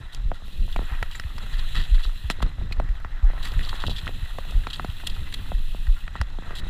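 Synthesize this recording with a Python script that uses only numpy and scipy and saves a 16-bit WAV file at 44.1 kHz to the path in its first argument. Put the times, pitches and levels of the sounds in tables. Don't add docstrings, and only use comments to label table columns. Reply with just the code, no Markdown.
import sys
import numpy as np
from scipy import signal
from scipy.fft import irfft
from scipy.io import wavfile
from scipy.ndimage import uniform_filter1d

SR = 44100
rng = np.random.default_rng(int(sys.argv[2]) if len(sys.argv) > 2 else 0)


def inscribe(sig):
    pcm = np.round(np.clip(np.atleast_2d(sig).T, -1, 1) * 32767)
    wavfile.write(sys.argv[1], SR, pcm.astype(np.int16))


def nominal_scale(level):
    x = np.asarray(level, float) / 20
    return 10 ** x


N = 295029

# centre_hz, width_hz, lift_db
CASE_MODES = [(507, 440, -1), (719, 75, 0.5), (1333, 118, 3), (1910, 300, 6.5), (2634, 440, 4.5),
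              (3350, 390, 4), (3908, 205, 4.5), (4970, 220, -2), (7450, 670, 5.5), (9400, 280, 4),
              (10300, 190, 1.5), (13400, 520, 4.5), (2264, 428, -7.5), (6100, 310, 0.5)]


def evened(x):
    return x / np.sqrt(np.mean(x ** 2) + 1e-20)


def curves(rows):
    s, *columns = np.transpose(rows)
    return [np.interp(np.arange(N) / SR, s, column) for column in columns]


def humps(rows):
    t = np.arange(N) / SR
    return np.max([db * np.maximum(1 - abs(t - s) / half, 0) for s, db, half in rows], axis=0)


def read(points, hz):
    f, db = np.transpose(points)
    return np.interp(np.log(hz + 1), np.log(f + 1), db, -90, -90)


def causal(db):
    log_gain = np.log(nominal_scale(np.concatenate([db, db[-2:0:-1]])))
    minimum_phase = np.exp(np.conj(signal.hilbert(log_gain)))
    return irfft(minimum_phase[:len(db)])[:len(db)]


def coloured(x, points, size=4096):
    taps = causal(read(points, np.fft.rfftfreq(size, 1 / SR)))
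    return evened(signal.oaconvolve(x, taps)[:len(x)])


def band(x, lo_hz, hi_hz):
    sos = signal.butter(3, [lo_hz, hi_hz], "band", fs=SR, output="sos")
    return evened(signal.sosfilt(sos, x))


def flicker(per_s, depth_db):
    steps = rng.standard_normal(4000)
    return nominal_scale(depth_db * np.interp(np.arange(N) / SR * per_s, np.arange(4000), steps))


def grit(per_s, grain_s, bed):
    happens = rng.random(N) < per_s / SR
    size = nominal_scale(4.5 * np.minimum(rng.exponential(1, N), 3)) * happens
    puffs = signal.lfilter([1], [1, -np.exp(-1 / (grain_s * SR))], size)
    return (bed + evened(puffs)) * rng.standard_normal(N)


def patchy(x, depth_db):
    z = signal.stft(x, nperseg=256, noverlap=192)[2]
    patches = uniform_filter1d(rng.standard_normal(z.shape), size=3, axis=0)
    patches = uniform_filter1d(patches, size=10, axis=1)
    return evened(signal.istft(z * nominal_scale(depth_db * evened(patches)), nperseg=256, noverlap=192)[1][:N])


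def add(mix, s, sound):
    part = mix[round(s * SR):][:len(sound)]
    part += sound[:len(part)]


def shaking():
    # frequency_hz, level_db (per Hz)
    rumble_spectrum = [(4.7, -18.5), (8.0, 4), (22, 7), (36, -2.5), (50, -17.5), (120, -25), (160, -28),
                       (260, -120)]
    # frequency_hz, level_db (per Hz)
    buffet_spectrum = [(29, -30), (50, -1), (226, -23.5), (372, -34), (600, -39), (780, -81), (1320, -120)]
    # centre_s, depth_db, half_length_s
    lulls = [(0.0, 35, 0.077), (0.11, 19.5, 0.074), (0.39, 14, 0.21), (0.89, 18, 0.053), (1.25, 9, 0.29),
             (1.49, 11, 0.044), (2.03, 18, 0.085), (0.97, 4, 0.054), (2.12, 12, .08), (2.22, 11, 0.15),
             (2.4, 11, 0.07), (2.6, 6, 0.18), (3.06, 8, 0.067), (3.2, 9, 0.067), (3.48, 4, 0.07),
             (4.04, 13, 0.073), (4.4, 5.5, 0.76), (4.77, 11.5, 0.23), (5.0, 11.5, 0.092), (5.37, 7, 0.23),
             (6.0, 24, 0.043), (6.17, 13.5, 0.16), (6.28, 6, 0.065), (6.45, 6, 0.35)]
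    # centre_s, lift_db, half_length_s
    ruts = [(0.0, 14, 0.035), (0.27, 7, 0.072), (0.61, 9.5, 0.096), (0.8, 10, 0.074), (1.4, 7, 0.15),
            (1.79, 15, 0.062), (1.93, 4, 0.048), (2.45, 19, 0.071), (2.62, 15, 0.071), (2.8, 10.5, 0.15),
            (3.23, 7, 0.033), (3.35, 11, 0.048), (3.58, 12, 0.13), (3.88, 17, 0.071), (4.08, 12.5, 0.14),
            (4.58, 8, 0.36), (4.81, 9.5, 0.13), (5.2, 7, 0.51), (5.52, 6, 0.18), (6.17, 10, 0.069),
            (6.32, 5, 0.044), (6.45, 8, .12), (6.62, 9.5, 0.1)]
    deep = coloured(rng.standard_normal(N), rumble_spectrum, size=32768)
    deep /= np.sqrt(uniform_filter1d(deep ** 2, 5000) + 0.039)
    buffet = coloured(rng.standard_normal(N) * flicker(25, 4.43), buffet_spectrum, size=16384)
    sink_db = humps(lulls)
    rumble_db = -23.5 - sink_db
    buffet_db = -43.5 + humps(ruts) - 0.15 * sink_db
    return nominal_scale(rumble_db) * evened(deep) + nominal_scale(buffet_db) * buffet


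def pedalling():
    # start_s, end_s, whir_db, run_up_s, run_down_s
    pedals = [
        (0.46, 2.27, -54, .04, 0.21),
        (3.43, 6.03, -52.5, 0.24, 0.06),
    ]
    t, coast_db = np.arange(N) / SR, -75
    spells = [np.interp(t, [start - up, start, end, end + down], [coast_db, db, db, coast_db])
              for start, end, db, up, down in pedals]
    return np.max(spells, axis=0)


def rolling():
    # time_s, dirt_db, leaves_db
    ride = [(0.0, -52.5, -50), (0.39, -57, -54), (0.67, -57, -47), (0.9, -43.5, -47.5),
            (1.17, -54.5, -55.5), (1.43, -50.5, -43.5), (1.77, -51, -37), (2.2, -55, -48), (2.46, -49, -46),
            (2.6, -53, -51), (3.13, -51.5, -53), (3.35, -46.5, -48.5), (3.7, -47, -38.5), (4.1, -51, -44.5),
            (5.22, -51.5, -45), (5.85, -55.5, -48.5), (6.22, -54, -49), (6.6, -50.5, -46.5)]
    # frequency_hz, level_db
    dirt_spectrum = [(250, 3.5), (400, -6.5), (800, -1), (1500, 0.5), (2100, -1.5), (2600, -7), (5000, -36)]
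    # frequency_hz, level_db
    leaf_spectrum = [(1200, -22), (1800, 2.5), (2500, 3), (4150, 8), (4600, -25), (6500, -10),
                     (10000, -12.5), (15300, -27)]
    # frequency_hz, level_db
    whir_spectrum = [(1900, -41), (2500, 7), (4200, 3.5), (4900, -7.5), (6100, -12.5), (7400, -11.5),
                     (8400, -11), (10400, -6.5), (13300, -10.5), (15300, -6.5)]
    dirt_db, leaves_db = curves(ride)
    dirt = patchy(coloured(grit(200, 0.003, 2.6) * flicker(30, 1.5), dirt_spectrum), 2.4)
    leaves = patchy(coloured(grit(350, 0.002, 2.0) * flicker(40, 1.6), leaf_spectrum), 2.3)
    whir = coloured(grit(830, 0.00094, 2.0) * flicker(13, 0.99), whir_spectrum)
    whir_db = pedalling() + 0.088 * (leaves_db - leaves_db.mean())
    return nominal_scale(dirt_db + 0.5) * dirt + nominal_scale(leaves_db - 7.5) * leaves + nominal_scale(whir_db) * whir


def rushing_air():
    # frequency_hz, level_db
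    air_spectrum = [(3000, 5), (5000, 6), (9000, -11), (12500, -3.5), (15200, -20)]
    return nominal_scale(-66) * coloured(rng.standard_normal(N), air_spectrum)


def brushes():
    # start_s, peak_db, dull_db (under the peak), length_s
    soft_passes = [(2.72, -27.5, -22, 0.01), (0.725, -31, -21, .0075), (1.529, -28.5, -15, 0.025),
                   (1.583, -25.5, -15, 0.022), (1.7456, -27, -9.5, 0.08), (1.837, -29, -15.5, 0.033),
                   (1.944, -26.5, -10.5, 0.022), (2.03, -23, -26, 0.033), (5.265, -47.5, 7, 0.026),
                   (3.6267, -24, -33, 0.039), (3.687, -23.5, -14, 0.02), (3.751, -28.5, -17, 0.023),
                   (3.8, -24, -18, 0.04), (3.865, -20.5, -31, 0.018), (3.8957, -21.5, -31, 0.034),
                   (3.959, -23.5, -28, 0.041), (4.644, -41, 6, 0.0068), (4.7014, -20, -19, 0.011),
                   (4.73, -20.5, -19.5, 0.029), (5.0955, -27, -27, 0.016), (5.142, -31.5, -30, 0.035),
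                   (5.868, -46, 6, 0.0074), (6.433, -51, 10, 0.18), (0.874, -46, 5.5, 0.095),
                   (1.771, -28.5, -12, 0.072), (6.16, -41.5, 2, 0.067), (6.644, -50, -12, 0.033)]
    # start_s, peak_db, dull_db (under the peak), length_s
    twig_sweeps = [(0.1239, -33.5, -18, 0.047), (0.337, -36, -12, 0.044), (1.112, -32.5, -18, 0.07),
                   (1.146, -35, -9, 0.04), (1.993, -32, -7.5, 0.025), (2.307, -21.5, -13, 0.014),
                   (2.419, -25, -5.5, 0.014), (5.067, -15.5, -19, .013), (5.324, -22.5, -19, 0.0067),
                   (3.4269, -27, -15, 0.074), (3.4486, -22, -13, 0.034), (5.339, -15.5, -21.5, 0.0077),
                   (6.136, -43, -7, 0.021), (6.552, -18.5, -37, 0.0084), (6.563, -25.5, -25, 0.022),
                   (6.584, -25.5, -35, 0.022)]
    out, t = np.zeros(N), np.arange(6000) / SR
    rows = [(*r, -19) for r in soft_passes] + [(*r, -12) for r in twig_sweeps]
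    noise = rng.standard_normal((len(rows), 4, len(t)))
    dull = band(noise[:, 0], 850, 2520)
    mid = band(noise[:, 1], 2890, 4710)
    fizz = band(noise[:, 2], 3200, 12800)
    clumps = nominal_scale(4.0 * evened(uniform_filter1d(noise[:, 3], 130)))
    for (s, db, dull_db, length, fizz_db), d, m, f, clump in zip(rows, dull, mid, fizz, clumps):
        hold = (1 - np.exp(-t / 0.00061)) * np.exp(-(t / length) ** 3)
        hold *= 1 + 0.46 * np.exp(-t / 0.0027)
        crackle = m + nominal_scale(dull_db + 11.0) * d + nominal_scale(fizz_db + 3) * f
        add(out, s, nominal_scale(db - 19) * hold * clump * crackle)
    return out


def blows():
    # time_s, peak_db, centre_hz, crack_db (under the peak)
    clacks = [(0.146, -23.5, 4240, -11), (1.0258, -10.5, 1640, -21.5), (1.196, -16.5, 1570, -16.5),
              (1.236, -25.5, 1870, -41), (1.38, -23, 980, -14), (1.793, -30, 3410, -22),
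              (2.299, -6, 1910, -17), (2.317, -29, 3580, -18), (2.424, -13, 1200, -18),
              (3.591, -19.5, 1770, -20), (3.608, -21, 1900, -36), (3.728, -15.5, 990, -32),
              (4.068, -17, 1210, -30), (4.076, -12, 1860, -33), (4.257, -26.5, 1600, -29),
              (4.507, -33, 528, -0.5), (5.0703, -20, 3680, -3.5), (6.2129, -15.5, 790, -30),
              (6.077, -20, 1550, -40), (6.212, -9.5, 1294, -18)]
    # time_s, peak_db, centre_hz, push_db, crack_db (both under the peak)
    mount_knocks = [(0.315, -13.5, 710, -18.5, -42), (0.76, -13.5, 820, -17.5, -36),
                    (0.79, -29, 750, 1.5, -38), (0.815, -29.5, 557, -10, -14), (2.05, -23, 1200, -21, -34),
                    (2.2995, -11, 836, -18, -38), (2.4254, -20.5, 486, -4.5, -32),
                    (2.403, -19.5, 885, -24, -28), (2.385, -29, 453, -25, -20),
                    (2.462, -25.5, 466, -10.5, -17), (2.798, -10.5, 733, -17.5, -42),
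                    (3.046, -17.5, 1030, -22, -29), (3.517, -28, 530, -20, -7),
                    (3.837, -10.5, 1055, -21.5, -29), (3.881, -33, 690, 3, -14),
                    (4.384, -17.5, 630, -18, -25), (4.668, -13.5, 1000, -21.5, -18.5),
                    (4.795, -11, 1120, -24.5, -31), (4.845, -21.5, 800, -6, -18),
                    (5.517, -17, 700, -17, -38), (5.746, -33, 724, -2, -13), (6.153, -16, 1000, -25, -29),
                    (6.385, -27.5, 476, -4, -30)]
    # time_s, peak_db, centre_hz
    taps = [(0.176, -38, 1260), (0.48, -36.5, 2020), (0.42, -36.5, 790), (0.678, -35, 810),
            (1.002, -39, 1350), (2.3, -32.5, 730), (2.71, -22.5, 437), (2.782, -29, 430),
            (2.889, -37, 1880), (2.612, -31.5, 690), (4.8, -32, 470), (3.333, -28.5, 700),
            (3.3, -27.5, 690), (4.09, -24.5, 604), (0.826, -29, 520), (1.3, -33, 410), (2.908, -37, 1150),
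            (2.582, -35, 700), (5.035, -29.5, 810), (3.74, -27, 875), (3.847, -30.5, 700),
            (3.893, -24, 590), (3.912, -30.5, 780), (7.2, -28, 700), (6.53, -31, 540), (6.9, -32, 990),
            (6.422, -30.5, 920), (6.506, -24.5, 1040), (6.666, -26, 470)]
    return ([(s, db, hz, -26.5, crack_db, crack_db - 8) for s, db, hz, crack_db in clacks]
            + [(*row, row[-1] - 44) for row in mount_knocks]
            + [(*row, -12.5, -22, -47) for row in taps])


def knocks():
    out, t = np.zeros(N), np.arange(3000) / SR
    modes_hz = np.array(CASE_MODES)[:7, :1]
    rows = blows()
    noise = rng.standard_normal((len(rows), 2, len(t)))
    luck = rng.standard_normal((len(rows), len(modes_hz), 1))
    cracks, fizzes = band(noise[:, 0], 2500, 4900), band(noise[:, 1], 2900, 11700)
    for (s, db, hz, push_db, crack_db, fizz_db), crack, fizz, u in zip(rows, cracks, fizzes, luck):
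        turns = hz * (0.69 * t + 0.0011 * (1 - np.exp(-t / 0.0013)))
        thud = nominal_scale(-60 * t * np.sqrt(hz / 700) / 0.013) * np.sin(2 * np.pi * turns)

        octaves = np.log2(modes_hz / hz)
        share_db = -18.0 - 12.0 * np.maximum(octaves, 0) + 7.5 * np.minimum(octaves, 0) + 4.6 * np.tanh(u)
        decay_db = -60 * t * np.sqrt(modes_hz / 900) / 0.034
        tones = np.sin(2 * np.pi * modes_hz * (1 + 0.042 * u) * t)
        ring = (nominal_scale(share_db) * nominal_scale(decay_db) * tones).sum(axis=0)

        push_turns = 170 * t + 1.3 * (1 - np.exp(-t / 0.001))
        push = nominal_scale(push_db + 10.5 - 60 * t / 0.032) * np.sin(2 * np.pi * push_turns)

        walls = np.sin(2 * np.pi * modes_hz[4:] * t + 2 * u[4:]).sum(axis=0)
        hiss = nominal_scale(crack_db - 1.5 - 60 * t / 0.02) * (1.17 * crack + 0.18 * walls)
        hiss += nominal_scale(fizz_db + 5.5 - 60 * t / 0.011) * fizz

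        onset = 1 - np.exp(-t * (hz + 400) / 0.63)
        add(out, s + 0.001388, nominal_scale(db - 1.5) * onset * (thud + ring + push + hiss))
    return out


def jolts():
    # time_s, peak_db, t60_s
    heavy_bumps = [(0.187, -24, 0.35), (0.237, -15.5, 0.32), (0.582, -12.5, 0.75), (0.769, -17, 0.24),
                   (0.906, -19, 0.23), (1.525, -20, 0.45), (1.746, -16, 1), (1.913, -6, 0.3),
                   (2.051, -16.5, 0.36), (2.422, -14, 0.22), (2.778, -17.5, 0.16), (2.888, -12, 0.24),
                   (3.228, -6, 0.22), (3.547, -14, 0.15), (4.542, -10, 0.23), (5.536, -15.5, 0.37),
                   (5.875, -8, 0.17)]
    # time_s, peak_db, t60_s
    quick_kicks = [(1.018, -24, 0.07), (1.246, -23, 0.12), (1.578, -28, 0.22), (2.239, -21, 0.27),
                   (2.574, -23, 0.35), (2.703, -25.5, 0.076), (3.048, -29.5, 0.11), (4.031, -26, 0.052),
                   (4.223, -22.5, 0.12), (4.886, -19.5, 0.056), (5.186, -32, 0.14), (6.2, -16, 0.15),
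                   (0.251, -22.5, 0.073), (3.565, -20.5, 0.071), (0.918, -26, .08), (3.87, -24, 0.087),
                   (4.56, -25, 0.12), (3.7, -29, .15)]
    out, t = np.zeros(N), np.arange(SR // 3) / SR
    rows = [(*r, 43.3) for r in heavy_bumps] + [(*r, 94) for r in quick_kicks]
    for s, db, t60, hz in rows:
        turns = np.cumsum(hz * (0.363 + 0.787 * np.exp(-t * hz / 1.845))) / SR
        swell = (1 - np.exp(-t * hz / 0.54)) ** 2 * nominal_scale(-60 * t / t60)
        add(out, s, nominal_scale(db) * swell / swell.max() * np.sin(2 * np.pi * turns))
    return out


def pings():
    # time_s, peak_db,
    # pitch_hz, t60_s
    wall_touches = [(0.465, -46, 3740, .05), (0.478, -45.5, 2730, 0.095), (0.527, -41, 3770, .04),
                    (0.575, -46, 2700, .03), (0.597, -46, 3950, .08), (0.625, -47, 2730, .04),
                    (0.697, -43, 1500, .03), (0.724, -35, 3380, 0.046), (0.761, -24, 2720, 0.019),
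                    (0.915, -42, 2660, .08), (0.948, -35, 2500, .03), (1.027, -20, 2580, 0.013),
                    (1.149, -32, 1914, .04), (1.152, -39.5, 7300, .06), (1.219, -40, 1950, .02),
                    (1.361, -39, 3330, .05), (1.382, -31, 1910, 0.022), (1.383, -41, 5200, .02),
                    (2.325, -40.5, 1910, 0.13), (2.722, -27.5, 2480, 0.032), (2.723, -29.5, 4180, 0.026),
                    (2.723, -50, 7380, 0.04), (3.452, -26.5, 1915, 0.036), (3.466, -30.5, 1950, 0.041),
                    (3.454, -30, 4000, .02), (3.518, -30, 3400, .015), (3.583, -44, 7400, .02),
                    (3.672, -33, 1200, 0.033), (3.691, -31, 3820, .03), (3.745, -40, 7600, .015),
                    (3.747, -37, 1800, .05), (3.762, -30.5, 3450, .02), (3.901, -27, 3405, 0.034),
                    (3.983, -31.5, 1810, 0.028), (3.988, -31, 3410, 0.027), (4.058, -30.5, 3390, .025),
                    (4.636, -33, 1620, .02), (4.767, -43, 8040, .02), (4.9, -32, 3000, .015),
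                    (5.0, -35, 1490, .02), (5.069, -26, 3340, 0.043), (5.265, -38, 2010, .08),
                    (5.325, -32, 1960, .03), (5.341, -32, 1990, .03),
                    (0.316, -29, 1500, 0.0073), (0.7612, -28, 1900, .008), (0.791, -34, 1700, 0.0072),
                 (0.8, -39, 904, .06), (0.855, -44, 7400, .01), (1.027, -19.5, 897, 0.012),
                 (1.197, -25, 2830, .008), (1.197, -32, 5180, 0.016), (1.11, -37, 2900, .1),
                 (1.43, -37.5, 794, 0.047), (1.462, -36, 1400, 0.037), (2.3005, -25, 5320, .015),
                 (2.31, -32, 7660, 0.028), (2.318, -33, 3310, .03), (2.427, -28, 3290, .015),
                 (2.799, -25, 1420, 0.0078), (2.799, -30, 2570, 0.0093), (2.888, -38, 1900, 0.028),
                 (2.953, -43, 1800, .02), (3.0, -36, 1500, .02), (3.047, -33, 2000, .008),
                 (3.23, -38, 802, .12), (3.965, -30, 3520, .04), (4.077, -26, 2900, .01),
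                 (4.384, -25.5, 1160, 0.02), (4.669, -23, 2090, 0.0099), (4.846, -25, 1520, 0.012),
                 (5.519, -30, 1200, .008), (5.87, -38, 1510, 0.026), (5.96, -38, 1395, .12),
                 (6.066, -47, 8500, .01), (6.13, -46, 6000, .008), (6.163, -46, 7600, .015),
                 (6.079, -27, 2600, 0.0089), (6.3, -39, 3700, .02), (6.33, -41.5, 907, 0.1),
                 (6.44, -38, 698, .2), (6.46, -37, 1200, .2), (6.49, -39, 600, .15), (6.5, -38, 1600, .15),
                 (6.645, -40, 3730, .02), (0.398, -38.5, 547, 0.018), (0.35, -42, 1400, 0.065),
                 (1.54, -36, 1700, .015), (1.749, -32, 1660, .02), (1.979, -32, 1700, .02),
                 (2.093, -34, 1300, .02), (4.45, -35.5, 750, .02), (4.522, -35.5, 700, 0.023),
                 (6.214, -28, 5220, 0.016)]
    rows = wall_touches
    out, t, rough = np.zeros(N), np.arange(5000) / SR, 0.9
    scrape = evened(uniform_filter1d(rng.standard_normal((len(rows), 2, len(t))), size=36))
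    for (s, db, hz, t60), (a, b) in zip(rows, scrape):
        turn = 2 * np.pi * hz * t
        tone = (1 + rough * a) * np.sin(turn) + rough * b * np.cos(turn)
        rise_s = 0.00097 + 1.03 * t60 ** 2
        add(out, s, nominal_scale(db - 60 * t / t60) * (1 - np.exp(-t / rise_s)) * tone)
    return out


def case(x):
    hz = np.fft.rfftfreq(4096, 1 / SR)
    lift_db = sum(db / (1 + (2 * (hz - f) / width) ** 2) for f, width, db in CASE_MODES)
    return signal.oaconvolve(x, causal(lift_db - 1.0))[:N]


def scene():
    felt = shaking() + jolts()
    touching = case(brushes())
    heard = case(rolling() + knocks() + touching + rushing_air())
    return (felt + heard + pings())[None]


def band_limit(x):
    return signal.sosfilt(signal.butter(12, 16480, fs=SR, output="sos"), x)


def record(dry):
    steady = signal.sosfilt(signal.butter(1, 6.0, "high", fs=SR, output="sos"), dry)
    steady = signal.sosfilt(signal.cheby2(10, 45, 16300, fs=SR, output="sos"), steady)
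    return band_limit(steady)


dry = scene()
out = record(dry)
inscribe(out)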